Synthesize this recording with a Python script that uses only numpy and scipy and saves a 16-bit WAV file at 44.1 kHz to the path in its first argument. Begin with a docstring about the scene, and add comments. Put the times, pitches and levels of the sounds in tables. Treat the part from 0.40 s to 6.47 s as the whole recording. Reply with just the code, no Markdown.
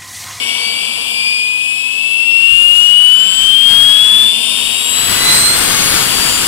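"""A parked jet turns on its starter, unlit, on an open apron, and its spin-up quickens throughout.
Rotor harmonics, sines of one accelerating phase, climb together over shaped noise: the air's rush.
Upper blade tones swell and fade in turn; soft low thumps, bursts of deep noise, come from two seconds on.
The whine peaks between two and four seconds and clips in the camera's left port, which takes most of it.
Rasp from the overloaded ports, one-sided crackle, comes and goes, then roars from near five seconds on."""
import sys
import numpy as np
from scipy import signal
from scipy.fft import rfft, irfft
from scipy.io import wavfile

SR = 44100
rng = np.random.default_rng(int(sys.argv[2]) if len(sys.argv) > 2 else 0)


def materialize(psi):
    """Save the field psi as 16-bit PCM at rate SR to the path in sys.argv[1].

    A 1-D psi becomes a single channel; in a 2-D psi each row is a channel.
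    """
    bounded = np.clip(np.atleast_2d(psi).T, -1, 1)
    quanta = np.round(bounded * 32767).astype(np.int16)
    wavfile.write(sys.argv[1], SR, quanta)


N = 267687
TIME = np.arange(N) / SR  # s
BINS = np.maximum(np.fft.rfftfreq(N, 1 / SR), 1)  # Hz
START_HZ = 1115.55  # base blade rate at the start; every tone is a multiple of it

# air flow, relative to the air's spectra:
# (time [s], rumble [dB], intake [dB], hiss [dB], added to all three at the right port [dB])
AIR_FLOW = [(0, 6.5, 2, -2, 1), (.75, 3, -0.5, -2, 0), (1.15, -2, -4.5, -6.5, -0.5),
            (2, -0.5, -3.5, -5, .5), (2.6, -1.5, -3.5, -5, 3), (3, -4, -1, -1.5, 1.5),
            (3.75, 2, -.5, 0.5, 2), (4, 5.5, 2, 1.5, -0.5), (4.3, 6, 3.5, 5.5, -1.5),
            (4.78, 7, -0.5, 2.5, 2.5), (5.02, -5.5, -11, 0, 16), (5.23, 12.5, -1, 6, 4.5),
            (5.52, 9.5, -2.5, 3, 5.5), (5.75, 9.5, 0, 6.5, 4.5), (6.07, 6.5, -1, 5.5, 5.5)]
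# how the two ports hear the same sound:
# (frequency [Hz], left lead [rad], likeness before the blend exponent [0-1])
PORT_PAIR = [(40.0, 0.1, 1), (200.0, 0.7, 0.75), (452, 2.05, 1), (760, 2.85, 0.24), (980, 4.66, 0.07),
             (1500.0, 6.9, 1), (2550, 8.72, 0.56), (3130, 8.44, 0.2), (3330, 6.05, 0.78),
             (4360, 3.32, 0.28), (6520, 3.4, 0.18), (7130, 5.18, 0.9), (9700, 4.85, 0.4), (15000.0, 6.7, 0)]


def undb(db):
    """Level is logarithmic: 20 dB is a factor of ten in amplitude."""
    return 10 ** (np.asarray(db) / 20)


def curves(table):
    """Slow change is linear between the rows of a time table: its columns, one value per sample."""
    s, *columns = np.transpose(table)
    return np.array([np.interp(TIME, s, c) for c in columns])


def spectra(table):
    """Spectra run straight over log frequency: the columns of a frequency table, one value per bin."""
    hz, *columns = np.transpose(table)
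    return np.array([np.interp(np.log(BINS), np.log(hz), c) for c in columns])


def walk(rate):
    """Low-passed white noise is a smooth random motion: spread 1, up to about `rate` times a second."""
    size = 2 ** 15
    hz = np.fft.rfftfreq(size, TIME[-1] / size)
    smooth = irfft(rfft(rng.standard_normal(size)) / (1 + (hz / rate) ** 2))
    return np.interp(TIME, np.linspace(0, TIME[-1], size), smooth / smooth.std())


def at_ports(shared, own, spectrum, edge_db, blend):
    """Partial coherence: the right port hears a phase-shifted share of the left's noise, plus its own.

    The spectrum falls by edge_db per octave outside its table; a smaller blend makes the ports more alike.
    """
    lead, likeness = spectra(PORT_PAIR)
    likeness = np.clip(likeness, .01, 1) ** blend
    left = rfft(shared)
    right = likeness * np.exp(-1j * lead) * left + np.sqrt(1 - likeness ** 2) * rfft(own)
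    nearest_hz = np.clip(BINS, spectrum[0][0], spectrum[-1][0])
    octaves_outside = np.abs(np.log2(BINS / nearest_hz))
    gain = undb(spectra(spectrum) - edge_db * octaves_outside)
    # the last factor turns unit-power white noise into unit power per Hz
    return irfft(np.array([left, right]) * gain, N) * np.sqrt(SR / 2)


def tone(phase, flutter, flutter_hz, skirt_db, skirt_hz):
    """Turbulence modulates a sine of rms about 1: slow flutter, and fast noise that spreads a skirt."""
    slow = flutter * (walk(flutter_hz) + 1j * walk(flutter_hz))
    fast = undb(skirt_db) * (walk(skirt_hz) + 1j * walk(skirt_hz))
    scale = np.sqrt(2 / (1 + 2 * flutter ** 2))
    return scale * np.imag((1 + slow + fast) * np.exp(1j * phase))


def swell(s, half_length):
    """A Gaussian envelope: top of 1 at time s, down to 1/e a half length away."""
    return np.exp(-((TIME - s) / half_length) ** 2)


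def with_swells(multiple, db):
    """Powers add: a tone's running level plus its brief swells."""
    # (multiple of the base rate, time [s], half length [s], left level [dB], right level [dB])
    tone_swells = [(4, 0.29, .14, -19.5, -31), (4, 0.893, .17, -18.5, -26), (7, 1.05, .15, -34, -49),
                   (6, 1.5, 0.22, -33, -47), (7, 2.3, 0.17, -25.5, -39), (5, 2.41, 0.084, -27, -32),
                   (1, 2.67, .22, -34.5, -56), (6, 2.68, .17, -33, -49), (3, 2.8, .4, -35, -48),
                   (5, 2.95, .12, -16, -26), (6, 3.4, .2, -36, -55), (1, 3.55, .3, -35, -55),
                   (4, 4.58, 0.2, -15.5, -26), (6, 4.6, .17, -24, -40), (5, 4.85, 0.22, -27, -28),
                   (1, 4.9, .14, -22.5, -41), (3, 4.92, 0.17, -24, -40), (4, 5.007, 0.24, -12, -17),
                   (6, 5.12, 0.22, -37, -27), (3, 5.44, 0.19, -22, -18.5), (5, 5.48, .13, -21, -29),
                   (6, 5.54, .16, -30, -27), (3, 5.95, 0.2, -22, -23)]
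    power = undb(db) ** 2
    for which, s, half_length, left_db, right_db in tone_swells:
        if which == multiple:
            power = power + (undb([[left_db], [right_db]]) * swell(s, half_length)) ** 2
    return np.sqrt(power)


def whine(turn, rate):
    """Blade passing in the first compressor stage: a strong, nearly pure tone at twice the base rate."""
    # mean level of the whine: (time [s], left level [dB], right level [dB], left lead [rad])
    whine_course = [(0, -20, -28, 2.2), (.3, -19, -24, 1.64), (.66, -23, -27.5, 3.5),
                    (.84, -12.5, -20.5, 3), (1.03, -11.5, -19, 4), (1.53, -14, -27, 2.5),
                    (2.03, -4, -22, 4), (2.74, -2, -22.5, 1.5), (2.95, -10, -25, 2.9), (3.1, -4, -33, 0),
                    (3.3, -3, -19.5, 0.5), (3.87, -4.5, -13.5, 0.95), (4, -17, -25.5, 0.9),
                    (4.7, -27, -27.5, -1.8), (4.84, -16, -14.5, -2), (4.97, -33, -10, -2),
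                    (5.33, -31, -27, -3.5), (5.58, -16.5, -24, -3), (6.07, -24.5, -30, -4.5)]
    waver_above_hz, waver_db = 3700, 2.5  # above the intake's band the whine wavers
    left_db, right_db, lead = curves(whine_course)
    phase = np.array([2 * turn, 2 * turn - lead])
    clean = tone(phase, flutter=0.075, flutter_hz=22, skirt_db=-17, skirt_hz=182)
    waver_share = 1 / (1 + (waver_above_hz / (2 * rate)) ** 20)
    waver = waver_db * np.array([walk(7.4), walk(7.7)]) * waver_share
    return clean * undb(np.array([left_db, right_db]) + waver)


def upper_tones(turn, rate):
    """Harmonics filtered by the intakes: rougher tones of later stages and mixtures swell in duct modes."""
    # before the outlet: (multiple of the base rate, left level [dB], right level [dB])
    blade_tones = [(3, -30, -44), (4, -28, -37), (5, -30, -42), (6, -40, -54), (7, -40, -54), (8, -38, -57),
                   (9, -50, -61), (10, -50, -61)]
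    # how well the intakes let these tones out: (frequency [Hz], level [dB])
    outlet = [(3300, -6), (3900, -18), (4500, -4.5), (5400, -7.5), (6500, -18.5), (7600, -0.5), (9500, -2),
              (12000, -6), (15500, -12)]
    fading_db = 5  # spread of each tone's random fading
    port_lead, outlet_db = spectra(PORT_PAIR)[0], spectra(outlet)[0]
    total = 0
    for multiple, left_db, right_db in blade_tones:
        hz = multiple * rate
        shared_db = np.interp(hz, BINS, outlet_db) + fading_db * walk(2.6)
        audible = hz < SR / 2  # nothing above half the sample rate
        gain = audible * with_swells(multiple, np.array([[left_db], [right_db]]) + shared_db)
        phase = np.array([multiple * turn, multiple * turn - np.interp(hz, BINS, port_lead)])
        # turbulence shakes short waves more than long ones
        total = total + gain * tone(phase, flutter=0.043 * multiple, flutter_hz=6.9,
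                                    skirt_db=-14, skirt_hz=110)
    return total


def shaft(turn, rate):
    """Resonance: the rotor's hum, an eighth of the base rate, is strongest as it sweeps through a duct mode."""
    order = 1 / 8
    top_db, resonance_hz, width_hz = -39.5, 216.3, 13
    gain = undb(top_db) / np.hypot(1, 2 * (order * rate - resonance_hz) / width_hz)
    phase = np.array([order * turn, order * turn - .7])  # right lags by 0.7 rad
    return gain * tone(phase, flutter=0.4, flutter_hz=7.3, skirt_db=-20, skirt_hz=25)


def air():
    """Turbulent flow is broadband noise: low starter-air rumble, intake howl near 3 kHz, blade hiss above 7."""
    # spectra before the flow levels: (frequency [Hz], left [dB per Hz], right [dB per Hz])
    rumble = [(35, -79, -79), (140, -78.5, -79.5), (242, -68.5, -70), (338, -75.5, -74), (467, -65, -70.5),
              (620, -67.5, -76), (800, -68.5, -74), (1010, -65, -74.5), (1230, -73, -78), (1730, -78, -75),
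              (2400, -73, -91)]
    intake = [(1710, -117, -90), (2100, -69.5, -65), (2420, -52.5, -60), (2820, -44.5, -61.5),
              (3436, -48, -61), (3900.0, -66, -64.5), (4410, -58, -67), (4900, -56.5, -67),
              (5220, -62, -86), (5840, -70, -81), (7240, -78, -76)]
    hiss = [(5900, -98, -69), (6830, -69.5, -76), (7760, -55.5, -67), (8100, -55, -72), (9700, -58.5, -75),
            (10530, -60, -88), (12400, -71, -79), (15500.0, -79, -100.6)]
    *levels, right_extra_db = curves(AIR_FLOW)
    total = 0
    for db, spectrum in zip(levels, [rumble, intake, hiss]):
        noise = at_ports(*rng.standard_normal((2, N)), spectrum, edge_db=46, blend=0.37)
        unsteady_db = .5 * walk(2.4)
        total = total + noise * undb(np.array([db, db + right_extra_db]) + unsteady_db)
    return total


def duct():
    """Noise-driven resonance: starter air rings narrow, fixed duct modes, as loud as the rumble makes them."""
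    # before the rumble's level: (frequency [Hz], width [Hz], left level [dB], right level [dB])
    modes = [(124, 22, -56.5, -57.5), (233, 39, -50, -49), (463, 35, -48.5, -53.5), (716, 41, -42.5, -54),
             (974, 116, -43, -56)]
    ring = 0
    for hz, width, left_db, right_db in modes:
        resonance = np.sqrt(SR / np.pi / width) / (1 + 2j * (BINS - hz) / width)
        trim = np.exp(-((BINS - hz) / (3 * width)) ** 2)  # cuts the far skirts
        ring = ring + undb([[left_db], [right_db]]) * resonance * trim
    lead = spectra(PORT_PAIR)[0]
    ports = np.array([np.ones(len(BINS)), np.exp(-1j * lead)])
    rumble_db = curves(AIR_FLOW)[0]
    return irfft(ring * ports * rfft(rng.standard_normal(N)), N) * undb(rumble_db)


def rasp(turn, rate):
    """Overload is nonlinear: the ports add dense one-sided crackle, and a difference tone grows with it."""
    # strength relative to the spectrum below: (time [s], left level [dB], right level [dB])
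    overload = [(0, -32, -25), (1.8, -45, -32), (2.08, -20, -34), (2.55, -16.5, -22), (3.05, -12, -11.5),
                (3.22, -15, -18), (3.35, -8, -7.5), (3.86, -12, -14.5), (3.98, -35, -30), (4.17, -19, -14),
                (4.46, -20.5, -18), (4.55, -9, -9.5), (4.8, 0, 0), (4.95, 2, 1), (5.06, -2, -2),
                (5.25, 1.5, 0), (5.54, 3, 2.5), (5.72, -2.5, -3), (6.07, -3, -2)]
    # (frequency [Hz], left [dB per Hz], right [dB per Hz])
    rasp_spectrum = [(35.0, -52, -62), (130.0, -50.5, -51.5), (300.0, -50, -56.5), (690, -51.5, -57),
                     (1460, -47.5, -64), (2320, -49.5, -76), (4780, -49.5, -51), (6260, -55.5, -71),
                     (10100, -53, -58), (15400, -61, -79)]
    difference_db = [[-27.5], [-43]]  # left, right, against the overload strength
    top_hz, fade_hz = 2240, 30  # the difference tone dies away above this base rate
    overload_db = curves(overload)
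    crackle = -np.maximum(rng.standard_normal((2, N)) - .7, 0)
    crackle = (crackle - crackle.mean()) / crackle.std()
    roar = at_ports(*crackle, rasp_spectrum, edge_db=0, blend=0.61) * undb(overload_db + walk(7.5))
    fade = 1 / (1 + np.exp((rate - top_hz) / fade_hz))
    difference = fade * tone(turn, flutter=0.22, flutter_hz=20, skirt_db=-7, skirt_hz=260)
    return roar + difference * with_swells(1, overload_db + difference_db)


def thumps():
    """Long waves reach both ports in phase: short swells of deep noise, the same in each."""
    # (time [s], half length [s], level at the top [dB])
    soft_thumps = [(1.933, .04, -49), (2.134, .03, -36.5), (3.04, .041, -38), (3.42, .07, -39),
                   (4.268, .06, -42), (4.677, .056, -33)]
    gain = sum(undb(db) * swell(s, half_length) for s, half_length, db in soft_thumps)
    band = BINS / (BINS + 20) / (1 + (BINS / 110) ** 4)  # about 20 to 110 Hz
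    deep = irfft(rfft(rng.standard_normal(N)) * band, N)
    return gain * deep / deep.std()


def scene():
    """Phase is the integral of frequency: one accelerating rotor drives all tones, over the rushing air."""
    # the starter pulls harder as it goes: (time [s], rise of the base blade rate [Hz per s])
    spin_up = [(0, 99.46), (1.2, 129.88), (2.1, 160.83), (4.9, 296.99), (6.07, 379.38)]
    rate = START_HZ + np.cumsum(curves(spin_up)[0]) / SR  # Hz
    turn = 2 * np.pi * np.cumsum(rate) / SR  # rad
    tones = whine(turn, rate) + upper_tones(turn, rate) + shaft(turn, rate)
    return tones + air() + duct() + rasp(turn, rate) + thumps()


def record(dry):
    """Saturation: the camera clips at full scale with a slightly rounded knee, then cuts the top."""
    top_hz = 15700
    # clip at four times the sample rate, so that fewer new harmonics fold back
    fine = signal.resample_poly(dry, 4, 1, axis=1)
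    rounded = fine / (1 + fine ** 16) ** (1 / 16)
    clipped = signal.resample_poly(rounded, 1, down=4, axis=1)
    low_pass = signal.ellip(10, .05, 50, top_hz, fs=SR, output="sos")
    return signal.sosfiltfilt(low_pass, clipped)


dry = scene()
out = record(dry)
materialize(out)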